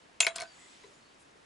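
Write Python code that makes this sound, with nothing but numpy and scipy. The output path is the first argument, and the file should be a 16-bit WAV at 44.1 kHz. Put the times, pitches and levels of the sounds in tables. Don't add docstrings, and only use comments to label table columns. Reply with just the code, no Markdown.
import sys
import numpy as np
from scipy import signal
from scipy.io import wavfile

SR = 44100
rng = np.random.default_rng(int(sys.argv[2]) if len(sys.argv) > 2 else 0)


def volts_from_db(level):
    exponent = np.asarray(level, float) / 20
    return 10 ** exponent


def waveform_to_disk(signal):
    frames = np.transpose(np.atleast_2d(signal))
    scaled = np.clip(frames, -1, 1) * 32767
    samples = np.round(scaled).astype(np.int16)
    wavfile.write(sys.argv[1], SR, samples)


N = 63945


def in_time(rows):
    return np.interp(np.arange(N) / SR, *np.transpose(rows))


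def at_hz(points, hz):
    points = np.array(points)
    return np.interp(np.log(hz), np.log(np.maximum(points[:, 0], 1)), points[:, 1])


def rms_one(x):
    return x / np.sqrt(np.mean(x ** 2) + 1e-20)


def peak_one(x):
    return x / np.abs(x).max()


def pan(db):
    return volts_from_db(np.array([[db / 2], [-db / 2]]))


def drift(rate):
    r = np.exp(-80 * np.pi * rate / SR)
    white = rng.standard_normal(N // 40 + 2002)
    slow = rms_one(signal.lfilter([1], [1, -2 * r, r * r], white)[2000:])
    return np.interp(np.arange(N) / 40, np.arange(len(slow)), slow)


def ring(x, hz, t60):
    r, w = volts_from_db(-60 / (t60 * SR)), 2 * np.pi * hz / SR
    return signal.lfilter([0, np.sin(w)], [1, -2 * r * np.cos(w), r * r], x + 1e-18)


def banded_noise(spectrum, patchy_db):
    # frequency in Hz, left-right likeness (correlation, no unit).
    ear_likeness = [(60, 1), (220, 0.62), (830, -0.39), (3070, 0.34), (11400, 0.86)]
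    out, band_hz = 0, 22 * 2 ** np.arange(0, 9.6, .5)
    white = rng.standard_normal((2, 2, N))
    for k, (low, high) in enumerate(zip(band_hz, band_hz[1:])):
        centre_hz = np.sqrt(low * high)
        band = signal.butter(2, [low, high], "band", fs=SR, output="sos")
        mid, side = signal.sosfilt(band, white[k % 2])
        alike = np.clip(at_hz(ear_likeness, centre_hz), -1, 1)
        gain = volts_from_db(at_hz(spectrum, centre_hz) + patchy_db * drift(8.6))
        out = out + gain * (np.sqrt(1 + alike) * mid + np.sqrt(1 - alike) * side * [[1], [-1]])
    return rms_one(out)


def room_hiss():
    # frequency in Hz, level in dB.
    hiss_spectrum = [(15, -49), (25, -16.5), (296, -7), (401, -8), (603, -8.5), (668, -5), (819, -8.5),
                     (1800, -13.5), (11000, -36.5), (14300, -57.5), (22000, -120)]
    return volts_from_db(-61) * banded_noise(hiss_spectrum, patchy_db=.4)


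def sleeve():
    # time in s, level in dB.
    arm_motion = [
        (.3, -67),
        (.44, -61),
        (.55, -59.5),
        (.72, -59),
        (.8, -60.5),
        (.92, -61.5),
        (1.05, -65),
        (1.3, -66.5),
    ]
    # frequency in Hz, level in dB.
    cloth_spectrum = [(180, -44.5), (300, 9), (424, -22), (657, 6.5), (987, 4), (2000, 5.5), (3250, 3.5),
                      (8020, -2), (11000, -13), (14300, -62), (22000, -120)]
    return volts_from_db(in_time(arm_motion)) * banded_noise(cloth_spectrum, patchy_db=1.0)


def rubs():
    # start in s, length in s, centre frequency in Hz, bandwidth in Hz.
    strokes = [(.455, .11, 4600, 140), (.58, .12, 1990, 170), (.49, .28, 7040, 300), (.52, .29, 7900, 350),
               (.58, .2, 3500, 300), (.795, .04, 6600, 500), (.85, .05, 6500, 120), (.93, .08, 7100, 200),
               (.83, .045, 410, 120), (.868, .045, 410, 140), (.88, .08, 570, 100), (.082, .03, 670, 60),
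               (1.19, .055, 8900, 4000), (1.35, .05, 400, 80), (1.0, .16, 4450, 200),
               (1.14, .015, 6500, 4000)]
    stroke_db = [-62, -62.5, -70, -67.5, -72, -69, -71, -71, -61.5, -61.5, -74, -64, -67.5, -64, -72, -70.5]
    stroke_glide = [-330, 0, 0, 0, 0, 500, 0, 100, 0, 0, 0, 0, 0, 0, 330, 0]
    out, t = np.zeros(N), np.arange(N) / SR
    for (s, length, hz, width_hz), db, glide_hz in zip(strokes, stroke_db, stroke_glide):
        along = np.clip((t - s) / length, 0, 1)
        narrow = signal.butter(2, width_hz / 2, fs=SR, output="sos")
        a, b = signal.sosfilt(narrow, rng.standard_normal((2, N)))
        phase = 2 * np.pi * np.cumsum(hz + glide_hz * (along - .5)) / SR
        swell = np.sin(np.pi * along ** .7) ** .8
        out += volts_from_db(db) * swell * rms_one(a * np.cos(phase) + b * np.sin(phase))
    return out


def crumple():
    # time in s, level in dB.
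    twist = [
        (.2, -95),
        (.27, -62),
        (.298, -54),
        (.31, -49),
        (.335, -62.5),
        (.36, -52),
        (.41, -51.5),
        (.44, -51.5),
        (.49, -80),
    ]
    crinkles_per_s, cycles = 2500, 17
    sizes = volts_from_db(4 * np.minimum(rng.exponential(1, (2, N)), 5)) * rng.choice([-1, 1], (2, N))
    born = sizes * (rng.random((2, N)) < crinkles_per_s / SR)
    clicks = born[0] + 0.51 * born[1] * np.array([[1], [-1]])
    dealt = rng.integers(0, 16, N)
    pitches = np.geomspace(1060, 4570, 16)
    rings = sum(ring(clicks * (dealt == k), hz, cycles / hz) for k, hz in enumerate(pitches))
    return volts_from_db(in_time(twist + [(.6, -130)])) * rms_one(rings)


def cap_tone(grit, hz, ms):
    mode_pitches = [1180, 1950, 2210, 2530, 2740, 3330, 4290, 4850, 5330, 6400, 7450, 8300, 9000, 10300]
    # level in dB, decay time t60 in s.
    mode_lives = [(38, 0.034), (-14.5, 0.025), (9.5, 0.025), (-0.5, 0.039), (-2, 0.027), (5.5, 0.02),
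                  (7, 0.014), (5.5, 0.0039), (10.5, 0.0064), (-6.5, 0.0065), (-6, 0.0038), (-4, 0.006),
                  (-6, 0.0035), (-6.5, 0.0019)]
    reach_octaves, longest_s = 0.31, .032
    tone = 0
    for k, (mode_hz, (mode_db, t60)) in enumerate(zip(mode_pitches, mode_lives)):
        octaves_off = np.log2(mode_hz / hz)
        gain = volts_from_db(mode_db - 9.8 * (octaves_off / reach_octaves) ** 2 * np.sqrt(ms))
        tone = tone + (-1) ** k * gain * peak_one(ring(grit, mode_hz, min(t60, longest_s)))
    return peak_one(tone)


def snaps():
    # start in
    # s, brightest frequency in Hz, burst length in ms.
    snap_events = [(.2038, 8100, 1.5), (.2045, 2700, 3.0), (.2052, 3330, 5.0), (.2078, 7700, 1.2),
                   (.2050, 5100, 3.0), (.2240, 2900, 5.0), (.2300, 2650, 3.0), (.2472, 2560, 7.0),
                   (.2476, 5300, 3.0), (.2664, 4450, 3.0), (.2673, 2230, 3.0), (.2666, 10200, 1.0),
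                   (.2695, 3350, 2.5), (.2715, 2300, 3.0), (.2802, 6900, .7), (.2850, 3300, 5.0),
                   (.3060, 3000, 2.0), (.2042, 4260, 5.0), (.2245, 5400, 4.0), (.2265, 4250, 3.0),
                   (.2690, 5300, 3.0), (.2975, 2600, 1.5), (.3065, 8200, 3.0),
                   (.3570, 7000, 2.0), (.3597, 7200, 1.0), (.3600, 5000, 2.0), (.3622, 8600, 3.0),
                  (.3834, 3600, .5), (.3850, 2500, 4.0), (.3940, 5000, .6), (.4012, 6400, 1.0),
                  (.4070, 4200, 1.5), (.4072, 10000, 1.5), (.4182, 7700, .8), (.4183, 4750, 1.0),
                  (.4225, 5200, .8), (.4350, 5200, .8), (.4560, 4500, 1.0), (.8372, 2600, .6),
                  (.4090, 2150, 4.0), (.3630, 4300, 2.5), (.3880, 3100, 2.5), (.4015, 9600, 1.0),
                  (.4195, 2250, 5.0), (.4228, 9600, 1.5), (.4285, 4600, 1.0)]
    # peak level in dB, hollow body knock in dB.
    snap_strengths = [(-8.5, -42), (-13.5, -47.5), (-15.5, -35), (-14.5, -53), (-20.5, -38.5), (-24, -36),
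                      (-21.5, -39.5), (-25, -38.5), (-27.5, -66), (-18.5, -43), (-14.5, -32.5),
                      (-21.5, -31.5), (-20, -34), (-20, -26), (-31.5, -36), (-38.5, -43), (-41, -68),
                      (-21, -60), (-36, -60.5), (-34.5, -58.5), (-32, -78), (-42, -60), (-50, -68),
                      (-31.5, -49), (-23, -38), (-32, -48), (-28.5, -55), (-33, -78), (-34.5, -45),
                        (-39, -44.5), (-30, -37.5), (-33, -38.5), (-30.5, -79), (-31.5, -42.5),
                        (-32.5, -71), (-34, -34), (-39, -39), (-60, -50), (-54.5, -77), (-34.5, -78),
                        (-51, -67), (-45, -65), (-46, -74), (-43.5, -70), (-49, -75), (-51, -75)]
    crack_db, fray_db, fray_t60_s = -7, -18.5, 0.075
    size = SR // 8
    t, out, knocks = np.arange(size) / SR, np.zeros((2, N + size)), np.zeros(N)
    dull = signal.butter(1, 5500, fs=SR, output="sos")
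    fray_shape = volts_from_db(fray_db - 60 * t / fray_t60_s) * (1 - np.exp(-t / 0.0015))
    events = zip(snap_events, snap_strengths)
    for (s, hz, ms), (db, body_db) in events:
        white = rng.standard_normal((3, size))
        grit = np.append(5.5, white[0, 1:] * np.abs(white[0, 1:]))
        grit = grit * np.exp(-t / (.4e-3 * max(ms, .2)))
        wide = signal.butter(2, [hz / 3.5, min(hz * 1.8, 16000)], "band", fs=SR, output="sos")
        crack = volts_from_db(crack_db) * 2 * peak_one(signal.sosfilt(wide, grit)) / ms
        tearing = white[0, ::-1] + .4 * white[1:]
        fray = rms_one(signal.sosfilt(np.vstack([wide, dull]), tearing)) * fray_shape
        i = int(s * SR)
        out[:, i:i + size] += volts_from_db(db) * (cap_tone(grit, hz, ms) + crack + fray)
        knocks[i] += volts_from_db(body_db)
    thin = signal.butter(4, 418.5, "high", fs=SR, output="sos")
    return signal.sosfilt(thin, out[:, :N]), knocks


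def hollow_body(knocks):
    # frequency in Hz, level in dB, decay time t60 in s, left over right in dB.
    body_modes = [(153, -26.5, 0.079, 2), (449, -20.5, 0.025, 18.5), (668, -5.5, 0.15, -8),
                  (694, -10.5, 0.14, -13.5), (1004, -5.5, 0.033, -3.5), (1224, -11.5, 0.039, 3.5),
                  (1480, -5.5, 0.049, 4), (1523, -5.5, 0.15, 1), (2290, -17, 0.046, 11)]
    out = 0
    for hz, db, t60, pan_db in body_modes:
        tone = signal.lfilter([.1, 0, -.1], [1, -.8], ring(knocks, hz, t60))
        out = out + volts_from_db(db) * pan(pan_db) * tone * 5000 / hz
    return out


def glass():
    # moment struck in s, frequency in Hz.
    strikes = [(.2045, 2215), (.2045, 6235), (.2045, 6440), (.2045, 6730), (.2045, 7208), (.2045, 7994),
               (.2045, 10582), (.2045, 10938), (.2803, 3930), (.2803, 7219), (.2803, 8689), (.2803, 9065),
               (.2803, 6460), (.2803, 10940), (.3597, 4975), (.3597, 7215), (.3597, 10940), (.4185, 7219),
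               (.4185, 6735), (.8372, 1000), (.8372, 2000), (.8372, 3650), (.8372, 3980)]
    # level in dB, decay time t60 in s.
    ring_lives = [(-55, 0.23), (-31.5, 0.17), (-28.5, 0.046), (-30, 0.15), (-23.5, 0.18), (-46, .07),
                  (-32, 0.097), (-38, .17), (-41, 0.12), (-51.5, 0.23), (-49.5, 0.14), (-59.5, 0.3),
                  (-37.5, 0.055), (-78, 0.064), (-41, 0.1), (-53, 0.15), (-39, 0.041), (-55, 0.12),
                  (-63, 0.43), (-53, 0.09), (-55, 0.056), (-56, .03), (-59, 0.13)]
    grip_s, grip_t60_s = .263, 0.01
    waver_db = 1.0
    out, t = np.zeros((2, N)), np.arange(N) / SR
    phases = rng.uniform(-0.21, 1, (len(strikes), 2))
    for (s, hz), (db, t60), (phase, lead) in zip(strikes, ring_lives, phases):
        age = np.maximum(t - s, 0)
        choke_db = -60 * np.maximum(t - grip_s, 0) / grip_t60_s * (s < grip_s)
        fall_db = db - 60 * age / t60 + np.maximum(choke_db, -200)
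        swell = (1 - np.exp(-age / 0.0016)) * volts_from_db(fall_db + waver_db * drift(40))
        ear_phase = np.pi * phase + 0.12 * lead * np.array([[1], [-1]])
        out += swell * np.sin(2 * np.pi * hz * age + ear_phase)
    return out * pan(2.5)


def cabin(x):
    t60_s, wall_cut_hz = 0.18, 2200
    out, dull = np.zeros((2, N)), np.exp(-2 * np.pi * wall_cut_hz / SR)
    lags = (rng.uniform(.003, .013, 16) * SR).astype(int)
    for k, lag in enumerate(lags):
        loop, gain, state = x.copy(), volts_from_db(-60 * lag / SR / t60_s), [0.]
        for i in range(lag, N, lag):
            back, state = signal.lfilter([gain * (1 - dull)], [1, -dull], loop[i - lag:i], zi=state)
            loop[i:i + lag] += back[:N - i]
        out[k % 2] += (loop - x) * (-1) ** (k // 2)
    return out


def scene():
    cap, knocks = snaps()
    near = cap + rubs() + crumple()
    body = hollow_body(knocks)
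    air = sleeve() + room_hiss()
    direct = near * pan(3) + body + glass()
    echo = volts_from_db(-15) * cabin(near.mean(0) + 0.23 * body.sum(0))
    return direct + echo + air


def band_limit(x):
    return signal.sosfilt(signal.butter(12, 12010, fs=SR, output="sos"), x)


def record(dry):
    dry = 1.2 * np.tanh(dry / 1.2)
    cut = signal.sosfilt(signal.ellip(10, .5, 80, 10980, fs=SR, output="sos"), dry)
    skirt = signal.sosfilt(signal.butter(12, 11300, fs=SR, output="sos"), dry)
    return band_limit(cut + volts_from_db(-25) * skirt)


dry = scene()
out = record(dry)
waveform_to_disk(out)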